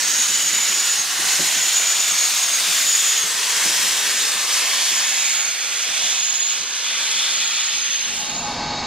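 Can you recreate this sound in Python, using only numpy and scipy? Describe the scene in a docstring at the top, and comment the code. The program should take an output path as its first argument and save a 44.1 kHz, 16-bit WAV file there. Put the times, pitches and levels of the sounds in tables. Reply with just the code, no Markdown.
"""Steam hisses from the open cylinder drain cocks of a tank engine rolling slowly past with a carriage, heard
from the lineside on a stereo microphone pair. Each piston stroke makes the jet slump and surge, and bends the
thin high tone of a steam leak. The steam swings from straight ahead to hard right; the jet rumbles faintly
below its hiss, the rods knock softly and the wheels thump. In the last second this fades into the hollow rumble
of an engine under a bridge."""
import sys
import numpy as np
from scipy import signal
from scipy.fft import rfft, irfft
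from scipy.io import wavfile
from scipy.ndimage import uniform_filter1d

SR = 44100
rng = np.random.default_rng(int(sys.argv[2]) if len(sys.argv) > 2 else 0)


def to_wav(sig):
    """Store sig (one row per channel, or 1-D mono) as 16-bit WAV at the path in sys.argv[1].

    Samples outside -1..1 are clipped; the rate is SR.
    """
    pcm = np.clip(np.atleast_2d(sig), -1, 1) * 32767
    pcm = np.round(pcm).astype(np.int16)
    wavfile.write(sys.argv[1], SR, pcm.T)  # frames by channels


N = 390726
TIME = np.arange(N) / SR

# Base spectrum of the jet in front of the microphones: frequency_hz, level_db
JET_AHEAD = [(30, -100), (80, -89.5), (170, -79.5), (400, -73.5), (650, -68), (1000, -65), (1800, -61),
             (3200, -58), (4400, -58.5), (6300, -58), (8600, -62), (9800, -66.5), (12500, -70.5),
             (15000, -75)]
# Base spectrum of the jet once it has gone by: frequency_hz, level_db
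JET_GONE_BY = [(30, -104), (80, -94), (170, -86), (550, -75.5), (1000, -69), (1400, -66), (2300, -60.5),
               (2700, -60.5), (3450, -57.5), (4100, -60), (5500, -61), (6400, -61), (9500, -71.5),
               (15000, -89.5)]
# Echo off the carriage side: time_s, first_peak_hz, echo_gain
CARRIAGE_ECHO = [(3.6, 1800, 0.028), (4.3, 2005, 0.049), (5.1, 2440, 0.047), (5.7, 2820, 0.12),
                 (6.3, 3350, 0.14), (6.6, 3460, 0.08), (7, 3470, 0.028)]
# Hollow tones of steam under the carriage: pitch_hz, width_hz, boost_db, loudest_s, half_length_s
CARRIAGE_HOLLOWS = [(740, 95, 7.5, 6.06, 0.29), (2360, 460, 4, 5.43, .5), (3460, 100, 3, 7, 0.43),
                    (5700, 620, 3, 6.44, 0.81)]
# How alike the jet is at the two microphones: frequency_hz, coherence_ahead, coherence_gone_by
MIC_COHERENCE = [(50, 0.8, 1), (1000, .93, 0.79), (2000, 0.98, 0.91), (3400, 0.94, 0.85),
                 (4800, 0.88, 0.62), (5700, 0.68, 0.75), (7100, 0.35, 0.83), (8300, 0.64, 0.48),
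                 (9350, 0.22, 0.26), (10400, .48, 0.23), (13000, 0.25, .15), (15000, .25, .15)]
def steam_jet(eddy_db=0.83, ripple_db=1.68, sputter_db=0.82):
    """Turbulent hiss that loses its fizz as the nozzles turn away; eddies and water make it sputter."""
    frames = dict(nperseg=1024, noverlap=768)
    hz, t, (shared, *scattered) = signal.stft(rng.standard_normal((3, N)), SR, **frames)
    hz = hz[:, None]
    bearing, pan_db = curve(STEAM_BEARING, t)
    turned = np.clip(bearing, 0, 1) ** 2
    jet_db = (1 - turned) * colour(JET_AHEAD, hz)[0] + turned * colour(JET_GONE_BY, hz)[0]
    hiss_db, roar_db, fizz_db = jet_levels(t)
    low = hz / (hz + 150) / (1 + (hz / 1900) ** 4)
    high = 1 / (1 + (6500 / (hz + 1)) ** 4)
    jet_db += low * roar_db + (1 - low - high) * hiss_db + high * fizz_db
    # the echo's path shortens, so its comb slides upwards
    comb_hz, echo_gain = curve(CARRIAGE_ECHO, t)
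    echo = echo_gain * np.exp(2j * np.pi * hz / comb_hz) / (1 + (hz / 6000) ** 4)
    jet_db += 20 * np.log10(abs(1 + echo))
    for pitch_hz, width_hz, boost_db, loudest_s, half_s in CARRIAGE_HOLLOWS:
        swell = np.exp(-((t - loudest_s) / half_s) ** 2)
        jet_db += boost_db * swell / (1 + (2 * (hz - pitch_hz) / width_hz) ** 2)
    jet_db += ripple_db * patches(jet_db.shape, bins=3, frames=90)  # many weak echoes
    jet_db += eddy_db * patches(jet_db.shape, bins=14, frames=12)
    spits = unit_rms(uniform_filter1d(rng.standard_normal(len(t)), size=4))
    jet_db += sputter_db * spits * hz / (hz + 2500)  # water lifts the whole treble
    ahead, gone_by = colour(MIC_COHERENCE, hz)
    coherence = np.clip((1 - turned) * ahead + turned * gone_by, 0, 1)
    noise = np.sqrt(coherence) * shared + np.sqrt(1 - coherence) * np.array(scattered)
    at_mics = mic_gains(hz, bearing, pan_db) * noise * amp(jet_db)
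    return np.sqrt(SR / 2) * signal.istft(at_mics, **frames)[1][:, :N]


# Piston strokes: cutoff_s, pause_s, slump_db, surge_db
PISTON_STROKES = [(-.16, 0.24, -1.5, 0.8), (.94, 0.13, 3, 1.5), (2.09, 0.4, -0.2, 2.1),
                  (3.16, 0.31, 1.3, 2.2), (4.3, 0.28, 1, 0.9), (5.44, 0.3, 2, 0.1), (6.561, .27, 3.7, 0.3),
                  (7.69, .34, 0.5, -1)]
# Slow rise and fall of the jet as it passes the microphones: time_s, hiss_db, roar_db, fizz_db
PASS_BY = [(0, -1, -2.5, -1), (2.2, -.4, -0.1, 0.5), (3, -0.3, -2.5, .5), (3.8, -0.25, 2.3, 1.2),
           (5.15, 0.4, 1.5, 2.5), (5.6, -2.1, 0.2, 1.2), (6.4, -2, -1.5, -1.5), (7.28, 1.4, 3, 1.8),
           (7.6, 1.5, 0, -0.3), (8.3, -4, -2.5, -5), (8.55, -12, -37, -15), (8.86, -52, -57, -52)]
# Brief spurts of steam and water: centre_s, half_length_s, hiss_db, roar_db, fizz_db
WET_SPURTS = [(1.277, 0.14, -0.3, 4.5, 1.5), (4.555, .04, 2, 0, 4.5), (5.217, 0.058, 1.3, -0.7, 1),
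              (6.093, 0.15, 4, 0.5, 1.2), (7.748, 0.027, 4, -3, 1), (8.191, 0.079, 0, -1.5, 5.5)]
def jet_levels(t, slump_s=0.11, surge_s=0.26, roar_share=0.13, fizz_share=0.95):
    """Hiss, low roar and fizz in dB: the jet slumps at cut-off and surges as steam is let in again."""
    stroke_db = sum(surge_db * hump(t - cutoff_s - pause_s, surge_s)
                    - slump_db * hump(t - cutoff_s, slump_s)
                    for cutoff_s, pause_s, slump_db, surge_db in PISTON_STROKES)
    spurt_db = sum(np.outer(bands_db, np.exp(-((t - centre_s) / half_s) ** 2))
                   for centre_s, half_s, *bands_db in WET_SPURTS)
    return np.array(curve(PASS_BY, t)) + np.outer([1, roar_share, fizz_share], stroke_db) + spurt_db


def singing_leak(scatter=0.26, fuzz_hz=150, fuzz_below_db=-35):
    """An edge tone in a steam leak: pitch follows the flow, and turbulence shakes pitch and loudness."""
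    leak_db, steady_hz = leak_spells(TIME)
    pitch_hz = steady_hz + 27 * wobble(rate_hz=45) + 15 * wobble(rate_hz=7)
    core = unit_rms(1 + 0.75 * flutter(rate_hz=60))
    # when the leak barely sings, the tone loosens into a narrow hiss
    loose = 1 / (1 + amp(leak_db - fuzz_below_db) ** 2)
    shake = np.sqrt(1 - loose) * core + np.sqrt(loose) * flutter(fuzz_hz)
    tone = np.exp(2j * np.pi * np.cumsum(pitch_hz) / SR) * shake
    # echoes off the engine's side reach each microphone differently
    paths = unit_rms(1 + scatter * np.array([flutter(rate_hz=82) for _ in range(2)]))
    at_mics = tone * paths * mic_gains(steady_hz, *curve(STEAM_BEARING, TIME))
    return np.sqrt(2) * amp(leak_db) * at_mics.real


# Spells in which the leak sings: start_s, length_s, level_db, swell_s, detune_hz
LEAK_SPELLS = [(0.005, 1.0, -22.5, 0.061, 5), (1.148, 0.97, -21, 0.59, 5), (2.169, 0.12, -21.5, 0.016, 190),
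               (2.34, 0.11, -23, 0.047, 160), (2.47, 0.091, -25, 0.021, 0), (2.639, 0.575, -20.5, 0.23, 10),
               (3.464, 0.047, -30, 0.033, 140), (4.05, 0.17, -26.5, 0.19, 60),
               (4.683, .83, -23.5, 0.46, -35), (5.548, 0.33, -30.5, 0.018, 70), (5.963, .58, -24, .11, -41),
               (6.58, 0.26, -30.5, .02, 90), (6.851, 0.84, -27.5, 0.28, -10.5),
               (7.72, 0.3, -25, 0.018, 50.5), (8.02, 0.43, -29.5, 0.018, -10.5)]
def leak_spells(t, empty_hz=6510, full_hz=6835, idle_db=-38, swell_db=12, release_db_per_s=260):
    """The leak's dB and pitch: spells swell, hold and die to a faint tone; pressure bends the pitch."""
    power = amp(idle_db + curve(PASS_BY, t)[0]) ** 2
    weighted_detune = np.zeros(len(t))
    for start_s, length_s, level_db, swell_s, detune_hz in LEAK_SPELLS:
        outside_s = np.maximum(start_s - t, 0) + np.maximum(t - start_s - length_s, 0)
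        swell_left = np.clip(1 - (t - start_s) / swell_s, 0, 1)
        spell_power = amp(level_db - swell_db * swell_left - release_db_per_s * outside_s) ** 2
        power += spell_power
        weighted_detune += detune_hz * spell_power
    pitch_hz = empty_hz + (full_hz - empty_hz) * cylinder_pressure(t) + weighted_detune / power
    return 10 * np.log10(power), pitch_hz


def cylinder_pressure(t, empty_s=0.05, refill_s=0.18):
    """Pressure from 0 to 1: it drops at each cut-off, waits, and builds up again."""
    drops = []
    for cutoff_s, pause_s, _, _ in PISTON_STROKES:
        emptied = np.clip((t - cutoff_s) / empty_s, 0, 1)
        drops.append(emptied * np.exp(-np.maximum(t - cutoff_s - pause_s, 0) / refill_s))
    return 1 - np.max(drops, 0)


# Low knocks and thumps from wheels and rods: start_s, level_db, hardness_hz
WHEEL_AND_ROD_KNOCKS = [(0.292, -46, 129), (1.19, -37, 328), (1.237, -45, 170), (1.393, -27.5, 470),
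                        (1.422, -34, 376), (3.654, -32, 420), (3.692, -37, 460), (3.828, -43, 172),
                        (5.885, -43.5, 190)]
# Ringing modes of wheel and track: pitch_hz, level_db, t60_s
TRACK_MODES = [(118, -14.5, 0.19), (183, 1, 0.17), (234, 0, 0.13), (312, 8, 0.11), (374, 10, 0.11),
               (593, 22, 0.04), (895, -4, .06)]
def wheel_and_rod_knocks(crunch=0.58, crunch_s=0.015, rise_cycles=1.8):
    """Each blow crunches and rings wheel and track; harder ones rise faster and reach higher modes."""
    out, t = np.zeros(N), np.arange(SR // 3) / SR
    for start_s, level_db, hardness_hz in WHEEL_AND_ROD_KNOCKS + rod_blows():
        ring = np.zeros(len(t))
        for pitch_hz, mode_db, t60_s in TRACK_MODES:
            envelope = amp(mode_db - 60 * t / t60_s) / (1 + (pitch_hz / hardness_hz) ** 3)
            cycles = pitch_hz * rng.uniform(0.93, 1.04) * t + rng.random()
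            ring += envelope * np.sin(2 * np.pi * cycles)
        band = signal.butter(2, [80, np.clip(2 * hardness_hz, 200, 4000)], "band", fs=SR, output="sos")
        grit = unit_rms(signal.sosfilt(band, rng.standard_normal(len(t)))) * np.exp(-t / crunch_s)
        blow = (ring + crunch * grit) * (1 - np.exp(-t * hardness_hz / rise_cycles))
        slot = out[round(start_s * SR):][:len(t)]
        slot += 2 * amp(level_db) * blow[:len(slot)] / abs(blow).max()
    return out


def rod_blows(first_s=0.428, every_s=0.5605, count=14, level_db=-43, uneven_db=1.5,
              hardness_hz=180, nearest_s=2.8, fade_db_per_s=1.5):
    """Slack rods knock twice a stroke, strong and weak in turn, loudest abreast of the microphones."""
    times = first_s + every_s * np.arange(count)
    return [(s, level_db + uneven_db * (-1) ** k - fade_db_per_s * abs(s - nearest_s), hardness_hz)
            for k, s in enumerate(times)]


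# Fade-in of the engine under the bridge: time_s, gain_db
BRIDGE_FADE_IN = [(7.95, -52), (8.1, -14), (8.2, -10), (8.35, -4), (8.58, 0.1), (8.85, 0.5)]
# Rumble and hiss under the arch: frequency_hz, level_db
BRIDGE_SPECTRUM = [(20, -69), (50, -67), (110, -62.5), (210, -58), (400, -66), (600, -63), (900, -59.5),
                   (1300, -70.5), (1900, -67), (2700, -70.5), (3200, -71), (4700, -66), (5900, -74.5),
                   (7100, -72.5), (9500, -109)]
# Resonances heard there: pitch_hz, width_hz, level_db
BRIDGE_RESONANCES = [(700, 43, -41), (956, 58, -42.5), (1110, 49, -42.5), (1237, 36, -42.5),
                     (1540, 50, -43.5), (2235, 110, -42.5), (2710, 70, -44), (3830, 230, -37),
                     (4370, 200, -36), (4900, 100, -41.5), (5350, 140, -47), (6400, 250, -43.5)]
# That engine's hums: pitch_hz, level_db
ENGINE_HUMS = [(36, -50), (245, -42.5), (834, -33)]
def bridge_engine(spread=0.54):
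    """Rumble and dull hiss under an arch, with resonances and wavering hums; only the hiss has width."""
    hz = np.fft.rfftfreq(N, 1 / SR)
    centre, side = rfft(rng.standard_normal((2, N))) * amp(colour(BRIDGE_SPECTRUM, hz)[0])
    side_hiss = spread * irfft(side / (1 + (4500 / (hz + 1)) ** 6), N)
    noise = np.sqrt(SR / 2) * (irfft(centre, N) + np.array([side_hiss, -side_hiss]))
    rings = sum(amp(level_db) * wavering_tone(pitch_hz, flutter(width_hz / 2))
                for pitch_hz, width_hz, level_db in BRIDGE_RESONANCES)
    hums = sum(amp(level_db) * wavering_tone(pitch_hz, 1 + flutter(rate_hz=17))
               for pitch_hz, level_db in ENGINE_HUMS)
    return amp(curve(BRIDGE_FADE_IN, TIME)[0]) * (noise + rings + hums)


# Rise and fall of the jet's low rumble: time_s, gain_db
RUMBLE_LEVEL = [(0, 6.5), (1.3, 6), (2, -10), (5.5, -11), (6.8, -2), (8.2, 0.5), (8.8, -20)]
# Spectrum of the jet's low rumble: frequency_hz, level_db
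RUMBLE_SPECTRUM = [(20, -97), (50, -87), (110, -88), (200, -78.5), (400, -79), (1000, -105), (4000, -140)]
def jet_rumble(lumpy_db=4, trim_db=-2):
    """Faint, lumpy low rumble from the steam jet."""
    hz = np.fft.rfftfreq(N, 1 / SR)
    spectrum = rfft(rng.standard_normal(N)) * amp(colour(RUMBLE_SPECTRUM, hz)[0])
    gain_db = curve(RUMBLE_LEVEL, TIME)[0] + lumpy_db * wobble(rate_hz=5) + trim_db
    return np.sqrt(SR / 2) * irfft(spectrum, N) * amp(gain_db)


# Where the steam is (bearing 0 is ahead, 1 hard right): time_s, bearing, treble_pan_db
STEAM_BEARING = [(.3, -0.14, -2), (1.2, 0.075, -0.8), (2.2, -0.15, -0.6), (3.8, 0.3, 1.4),
                 (4.85, 0.59, 1.2), (5.3, 0.84, 0.5), (6, 0.9, -0.5), (7.3, 1.04, 1.7)]
# The microphone pair, for a source hard right: frequency_hz, left_lead_rad, left_over_right_db
MIC_PAIR = [(30, 2, -3), (800, -0.34, -3.5), (2480, 0.3, -3.5), (4150, -0.5, 0), (4880, -1.5, 5),
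            (5780, -3, -2.5), (7000, -2.5, -5.5), (9200, -3, -6.5), (11700, -2, -7.5), (15000, -10, -1.5)]
def mic_gains(hz, bearing, pan_db):
    """Complex left and right gains: sound from one side reaches the pair unequal in phase and level."""
    lead_rad, balance_db = colour(MIC_PAIR, hz)
    difference_db = balance_db * bearing + pan_db * hz / (hz + 1500)
    left = amp(difference_db / 2) * np.exp(0.5j * lead_rad * bearing)
    pair = np.array([left, 1 / left])
    return pair / np.sqrt(np.mean(abs(pair) ** 2, 0))


def amp(db):
    """Decibels to gain."""
    return 10 ** (np.asarray(db) / 20)


def unit_rms(x):
    """Scales to an rms of one."""
    return x / np.sqrt(np.mean(abs(x) ** 2) + 1e-20)


def curve(rows, t):
    """Each column of a time table, read at the times t."""
    times, *columns = np.transpose(rows)
    return [np.interp(t, times, column) for column in columns]


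def colour(rows, hz):
    """Each column of a spectrum table, read on a log-frequency axis."""
    row_hz, *columns = np.transpose(rows)
    return [np.interp(np.log(hz + 1), np.log(row_hz + 1), column) for column in columns]


def flutter(rate_hz):
    """Complex noise that changes at about the given rate."""
    hz = np.fft.fftfreq(N, 1 / SR)
    white = rng.standard_normal(N) + 1j * rng.standard_normal(N)
    return unit_rms(np.fft.ifft(white / (1 + (hz / rate_hz) ** 2)))


def wobble(rate_hz):
    """Real-valued flutter with an rms of one."""
    return unit_rms(flutter(rate_hz).real)


def wavering_tone(pitch_hz, envelope):
    """A tone whose level and phase follow a complex envelope."""
    return unit_rms((envelope * np.exp(2j * np.pi * pitch_hz * TIME)).real)


def patches(shape, bins, frames):
    """A smooth random field over frequency and time."""
    field = uniform_filter1d(rng.standard_normal(shape), bins, axis=0)
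    return unit_rms(uniform_filter1d(field, frames, axis=1))


def hump(t, peak_s):
    """Rises from zero at t = 0 to one at peak_s, then dies away."""
    u = np.maximum(t, 0) / peak_s
    return (u * np.exp(1 - u)) ** 2


def scene():
    """All sources at the microphone pair."""
    return steam_jet() + singing_leak() + wheel_and_rod_knocks() + jet_rumble() + bridge_engine()


# Narrow notches of the recorder: frequency_hz
RECORDER_NOTCHES = [3985, 4645, 5535]
NOTCH_WIDTH_HZ, BAND_LIMIT_HZ = 40, 15650
def record(dry):
    """The recorder cuts narrow notches in the treble and limits the band."""
    for hz in RECORDER_NOTCHES:
        dry = signal.lfilter(*signal.iirnotch(hz, hz / NOTCH_WIDTH_HZ, SR), dry)
    lowpass = signal.firwin(511, BAND_LIMIT_HZ, window=("kaiser", 9), fs=SR)
    return signal.oaconvolve(dry, lowpass[None], "same")


dry = scene()
out = record(dry)
to_wav(out)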